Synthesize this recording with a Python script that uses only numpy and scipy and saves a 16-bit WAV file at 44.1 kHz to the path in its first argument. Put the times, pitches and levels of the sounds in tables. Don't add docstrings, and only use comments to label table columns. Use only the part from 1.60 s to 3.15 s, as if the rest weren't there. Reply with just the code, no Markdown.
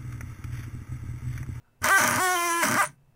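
import sys
import numpy as np
from scipy import signal
from scipy.fft import rfft, irfft, next_fast_len
from scipy.io import wavfile
from scipy.ndimage import uniform_filter1d

SR = 44100
rng = np.random.default_rng(int(sys.argv[2]) if len(sys.argv) > 2 else 0)


def transcribe(u):
    v = np.clip(np.atleast_2d(u).T, -1, 1)
    q = np.round(v * 32767).astype(np.int16)
    wavfile.write(sys.argv[1], SR, q)


N = 68355

# f/Hz, width/Hz, level/dB
BODY = [(611, 25.7, 3.5), (796, 95, -8), (971, 113, 1.5), (1215, 81, 2.5), (1521, 119, 4),
        (2050, 230, -1.5), (2330, 278, -5), (2760, 720, -12), (3115, 160, -10)]
# f/Hz, width/Hz, level/dB
NEEDLE = [(3484, 1900, -9), (4580, 1240, -5), (5974, 454, 1.5), (6730, 640, -2.5), (8240, 810, -3),
          (8970, 520, 0), (13630, 4000, -10.5)]
STOP_S = 1.235
UPPER_RING_HZ = 7400
NEEDLE_WANDER_DB = 2


def amp(db):
    return 10 ** (np.asarray(db) / 20)


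def rms_one(x):
    return x / np.sqrt(np.mean(x ** 2) + 1e-20)


def in_time(rows, before=None, after=None):
    s, *columns = np.transpose(rows)
    return [np.interp(np.arange(N) / SR, s, c, before, after) for c in columns]


def noise():
    return rng.standard_normal(N)


def drift(rate_hz):
    r = np.exp(-2 * np.pi * rate_hz / SR)
    slow = signal.lfilter([1], [1, -2 * r, r * r], rng.standard_normal(N + SR))
    return rms_one(slow[SR:])


def resonance(x, hz, width_hz):
    r = np.exp(-np.pi * width_hz / SR)
    feedback = [1, -2 * r * np.cos(2 * np.pi * hz / SR), r * r]
    return signal.lfilter([(1 - r * r) / 2, 0, (r * r - 1) / 2], feedback, x + 1e-18)


def ring(x, table, wander_db=0):
    total = np.zeros(N)
    for k, (hz, width_hz, db) in enumerate(table):
        level = amp(db + wander_db * drift(9.0))
        total += (-1) ** k * level * resonance(x, hz, width_hz)
    return total


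def sliding(x, hz, width_hz):
    spin = np.exp(2j * np.pi * np.cumsum(hz) / SR)
    r = np.exp(-np.pi * width_hz / SR)
    return 2 * np.real(spin * signal.lfilter([1 - r], [1, -r], x / spin))


def evened(x):
    even_s = 0.016
    power = uniform_filter1d(x ** 2, int(even_s * SR))
    return x / np.sqrt(power + 1e-3 * np.mean(x ** 2))


def clicks(at, sizes):
    out, taps = np.zeros(N + 16), np.arange(-7, 9)
    keep = (at > 8) & (at < N)
    whole = np.floor(at[keep])[:, None]
    off = taps - (at[keep][:, None] - whole)
    shape = np.sinc(off) * np.cos(np.pi * off / 16) ** 2
    np.add.at(out, (whole + taps).astype(int), sizes[keep][:, None] * shape)
    return out[:N]


def room_noise():
    # f/Hz, level per Hz/dB
    room_curve = [(12, 1), (22, -6), (45, -8.5), (95, -6.5), (135, -7.5), (200, -23), (330, -20.5),
                  (600, -22.5), (1000, -25.5), (2500, -34.5), (5000, -49), (11000, -69.5)]
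    hz, db = np.transpose(room_curve)
    f = np.maximum(np.arange(N // 2 + 1) * SR / N, 1)
    weight = amp(np.interp(np.log(f), np.log(hz), db))
    return amp(-64) * rms_one(irfft(rfft(noise()) * weight, N))


def mains_hum():
    # f/Hz, rms level/dB
    hum_tones = [(240, -77), (480, -85), (720, -87.5), (960, -87), (2640, -87)]
    t = np.arange(N) / SR
    hum = np.zeros(N)
    for hz, db in hum_tones:
        hum += amp(db) * np.sqrt(2) * np.sin(2 * np.pi * (hz * t + rng.random()))
    return hum


def lingering_note():
    # t/s, level/dB
    fade = [(1.26, -46), (1.422, -62), (1.462, -59), (1.55, -65)]
    hz, width_hz = 140, 12
    drone = resonance(resonance(noise(), hz, width_hz), hz, 3 * width_hz)
    return amp(in_time(fade, -120)[0]) * rms_one(drone)


def hand_rustle():
    # t/s, level/dB
    swell = [(0.0, -82), (0.074, -67), (0.2, -98)]
    # f/Hz, width/Hz, level/dB
    rustle_rings = [(874, 150, -6), (1450, 130, 0)]
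    rustle = rms_one(ring(noise(), rustle_rings, wander_db=3.5))
    return amp(in_time(swell, None, -120)[0]) * rustle


def shop(x):
    t60_s, wall_cut_hz = 0.12, 22000
    size = next_fast_len(N + SR)
    w = 2 * np.pi * np.arange(size // 2 + 1) / size
    dull = 1 / (1 + 1j * w * SR / (2 * np.pi * wall_cut_hz))
    echoes = 0
    for k, lag_s in enumerate(np.geomspace(.011, .031, 8)):
        one_round = amp(-60 * lag_s / t60_s) * dull * np.exp(-1j * w * lag_s * SR)
        echoes = echoes + (-1) ** k * one_round / (1 - one_round)
    return irfft(rfft(x, size) * echoes, size)[:N]


def striker():
    # t/s, blow rate f/Hz
    spells = [
        [(0.31, 379.9), (0.322, 391.3), (0.376, 388.2)],
        [(0.604, 360.2), (0.636, 375.4), (0.682, 362.5), (0.74, 367), (0.768, 346.1), (0.83, 343.7),
         (0.862, 349.2), (0.906, 337.5), (1.0, 341.4), (1.02, 324.1)],
        [(1.186, 401.6), (1.202, 405.2), (1.21, 390.7)],
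    ]
    rattle_hz, run_down_hz_per_s = 241.72, 3100
    glide_s = .03
    lock_in_s, loosen_s = 0.029, 0.014
    t = np.arange(N) / SR
    rows, distances = [], []
    for spell in spells:
        start, end = spell[0][0], spell[-1][0]
        rows += [(start - glide_s, rattle_hz), *spell, (end + glide_s, rattle_hz)]
        distances.append(np.maximum((start - t) / lock_in_s, (t - end) / loosen_s))
    hz, = in_time(rows)
    hz = np.maximum(hz - run_down_hz_per_s * np.maximum(t - STOP_S, 0), 60)
    return hz, np.clip(np.min(distances, axis=0), 0, 1)


def blows(cycles, hz, loose):
    steady_jitter, loose_jitter = .0015, .15
    uneven_db, clump_db, clump_hz = .7, 0.96, 70
    bounce_lag, bounce_wander, bounce_db = .4, 0.024, -5.5
    at = np.interp(np.arange(1, int(cycles[-1])), cycles, np.arange(N))
    i = at.astype(int)
    chance = rng.standard_normal((len(at), 4))
    period = SR / hz[i]
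    jitter = steady_jitter + loose_jitter * loose[i]
    clump = clump_db * loose[i] * drift(clump_hz)[i]
    first = at + period * jitter * chance[:, 0]
    lag = bounce_lag + bounce_wander * drift(5.2)[i] + jitter * chance[:, 1]
    strikes = clicks(first, amp(clump + uneven_db * chance[:, 2]))
    rebounds = clicks(first + period * lag, amp(clump + bounce_db + uneven_db * chance[:, 3]))
    return strikes + rebounds


def gritty(hits, loose):
    decay_s, steady_share, loose_share = 0.00091, .33, .8
    rub_share, coast_s = .33, 0.14
    r = np.exp(-1 / (decay_s * SR))
    scrape = rms_one(signal.lfilter([1], [1, -r], np.abs(hits)) * noise())
    share = np.clip(steady_share + (loose_share - steady_share) * loose, 0, 1)
    since_stop_s = np.maximum(np.arange(N) / SR - STOP_S, 0)
    rub = np.clip(rub_share * loose + since_stop_s / coast_s, 0, 1)
    struck_part = np.sqrt(1 - share ** 2) * rms_one(hits) + share * scrape
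    return np.sqrt(1 - rub ** 2) * struck_part + rub * noise()


def gourd_thump(turn, loose):
    noise_share, width_hz, low_cut_hz = .9, 40, 85
    smooth = signal.butter(2, width_hz, fs=SR, output="sos")
    shake = rms_one(signal.sosfilt(smooth, noise()))
    low_cut = signal.butter(4, low_cut_hz, "high", fs=SR, output="sos")
    return rms_one(signal.sosfilt(low_cut, turn * (1 + noise_share * loose * shake)))


def gourd_hollow(hits):
    hz, width_hz = 236, 107
    return rms_one(resonance(resonance(evened(hits), hz, width_hz), hz, 2 * width_hz))


def needle_rings(rough, loose):
    # t/s, brightest ring f/Hz, topmost ring level/dB
    slide = [(0.6, 10000, 1), (0.64, 9300, 0), (0.686, 10870, -4), (0.76, 9900, 2.5), (0.86, 10100, 1),
             (0.9, 10100, -6.5), (1.0, 10340, -3.5), (1.04, 9760, 0.5)]
    slide_width_hz, slide_db = 770, 0.5
    rub = (1 - loose) * noise()
    low_modes = [m for m in NEEDLE if m[0] < UPPER_RING_HZ]
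    lower = rms_one(ring(rough + .3 * rub, low_modes, wander_db=NEEDLE_WANDER_DB))
    rubbed = rough + .45 * rub
    slide_hz, top_db = in_time(slide)
    bright = amp(slide_db) * sliding(rubbed, slide_hz, slide_width_hz)
    top = amp(top_db) * ring(rubbed, NEEDLE[-1:])
    high_modes = [m for m in NEEDLE[:-1] if m[0] >= UPPER_RING_HZ]
    upper = bright + top + ring(rubbed, high_modes, wander_db=NEEDLE_WANDER_DB)
    return lower, rms_one(upper)


def struck(times, db, table):
    decay_s, noise_share = 0.0018, .35
    n = SR // 100
    tail = noise_share * rng.standard_normal(n) * np.exp(-np.arange(n) / (decay_s * SR))
    crunch = np.r_[1, tail]
    unit_peak = np.abs(ring(np.r_[crunch, np.zeros(N - len(crunch))], table)).max()
    return ring(np.convolve(clicks(times * SR, amp(db)), crunch)[:N], table) / unit_peak


def hard_knocks():
    # t/s, peak level of the needle/dB, peak level of the body/dB
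    knocks = [(0.219, -37.5, -39), (0.2423, -14, -12), (0.2553, -19, -22), (0.2667, -22.5, -48),
              (0.2867, -14.5, -16.5), (0.4385, -14, -24), (0.4766, -12, -18), (0.5104, -16.5, -26.5),
              (0.5308, -31, -20), (0.5594, -17.5, -21), (1.0309, -16.5, -13), (1.0839, -19, -25),
              (1.1210, -21, -18), (1.1124, -19, -21.5), (1.1415, -18, -26)]
    s, steel_db, plastic_db = np.transpose(knocks)
    return struck(s, steel_db, NEEDLE) + struck(s, plastic_db, BODY)


def last_ticks():
    # t/s, peak level before the second resonance/dB
    ticks = [(1.2246, -19.5), (1.242, -37), (1.2458, -30), (1.2514, -25), (1.2572, -24.5), (1.2632, -28),
             (1.2726, -27), (1.2844, -55.5)]
    hz, width_hz = 9300, 500
    s, db = np.transpose(ticks)
    return resonance(struck(s, db, [(hz, width_hz, 0)]), hz, 4 * width_hz)


def steady_buzz(cycles):
    grips = [(-14, -6.5, 1.7, 2.5, -3.5, -13, -30.5, -23, -41.5),
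             (-10.5, -4, -2, -4, -7, -11.5, -21, -19, -21),
             (-6.5, -8, 0.5, -7.5, -9.5, -8.5, -9.5, -22, -12.5),
             (-8, -21, -1, -9.5, -3, -10, -14, -20, -15.5), (-28.5, -7, 0, -6, -9, -20, -30.5, -23, -35)]
    grip_lag = [0.4, 0.706, .8, .9, 0.334]
    changes_s, change_s = [.5, 0.756, 0.904, 1.1], 0.025
    waver_db, flutter_db, flutter_hz = 1.5, 0.46, 70
    edges = np.ravel([(s - change_s / 2, s + change_s / 2) for s in changes_s])
    held = np.repeat(np.c_[grip_lag, grips], 2, axis=0)[1:-1]
    smear, *levels = in_time(np.c_[edges, held])
    gains = np.array([amp(db + waver_db * drift(6.6) + flutter_db * k * drift(flutter_hz))
                      for k, db in enumerate(levels)])
    k = np.arange(len(gains))[:, None] + 1
    waves = gains * np.cos(2 * np.pi * k * cycles - smear * k ** 2)
    return np.sum(waves, axis=0) / np.sqrt(np.sum(gains ** 2, axis=0) / 2)


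def body_clatter(rough, cycles, loose):
    grit_db, rub_level = -20.5, 0.69
    driven = rough + rub_level * (1 - loose) * noise()
    clatter = np.sqrt(loose + amp(2 * grit_db)) * rms_one(ring(driven, BODY))
    return np.sqrt(1 - loose) * steady_buzz(cycles) + clatter


def pick_gun():
    # t/s, then level/dB of body, needle's lower ring, its upper ring, gourd's thump, its hollow note
    effort = [(0.2, -136, -99, -99, -103, -104), (0.218, -46, -66, -58, -35.5, -50.5),
              (0.248, -22.5, -31, -35.5, -38.5, -35), (0.36, -16.5, -38.5, -33.5, -55, -61),
              (0.386, -20, -29, -29.5, -57, -36), (0.412, -21.5, -31.5, -32, -43.5, -34.5),
              (0.568, -26.5, -39.5, -36.5, -36, -36), (0.644, -23, -36.5, -32.5, -57, -48),
              (0.732, -25, -36, -37.5, -58.5, -63), (0.91, -26, -37, -34.5, -65, -72),
              (1.014, -26, -38.5, -37.5, -66.5, -62.5), (1.04, -21, -29, -29.5, -65, -32.5),
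              (1.088, -25.5, -36, -36.5, -36, -33), (1.156, -27, -41.5, -38, -36, -32.5),
              (1.204, -19, -36, -34.5, -48, -42.5), (1.242, -25.5, -44.5, -35.5, -57, -48.5),
              (1.262, -40, -46.5, -57, -60, -57), (1.36, -80, -92, -80, -65, -69)]
    # t/s, f/Hz
    motor = [(0.3, 87.8), (0.44, 120.3), (0.66, 106.7), (0.966, 125.5), (1.12, 120.5)]
    hz, loose = striker()
    motor_hz, = in_time(motor)
    cycles = np.cumsum(hz) / SR
    turn = np.cos(2 * np.pi * np.cumsum(motor_hz) / SR)
    hits = blows(cycles, hz, loose)
    rough = evened(gritty(hits, loose))
    body_db, lower_db, upper_db, thump_db, hollow_db = in_time(effort, -120, -120)
    lower, upper = needle_rings(rough, loose)
    gourd = amp(thump_db) * gourd_thump(turn, loose) + amp(hollow_db) * gourd_hollow(hits)
    needle = amp(lower_db) * lower + amp(upper_db) * upper
    body = amp(body_db) * body_clatter(rough, cycles, loose)
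    return gourd + needle + body + hard_knocks() + last_ticks()


def scene():
    background = room_noise() + mains_hum() + lingering_note() + hand_rustle()
    gun = pick_gun()
    return np.tile(background + gun + amp(-18) * shop(gun), (2, 1))


def record(dry):
    hiss_db, cutoff_hz = -79.5, 15780
    hiss = amp(hiss_db) * noise()
    top_cut = signal.ellip(14, .5, 70, cutoff_hz, fs=SR, output="sos")
    return signal.sosfilt(top_cut, dry + hiss)


dry = scene()
out = record(dry)
transcribe(out)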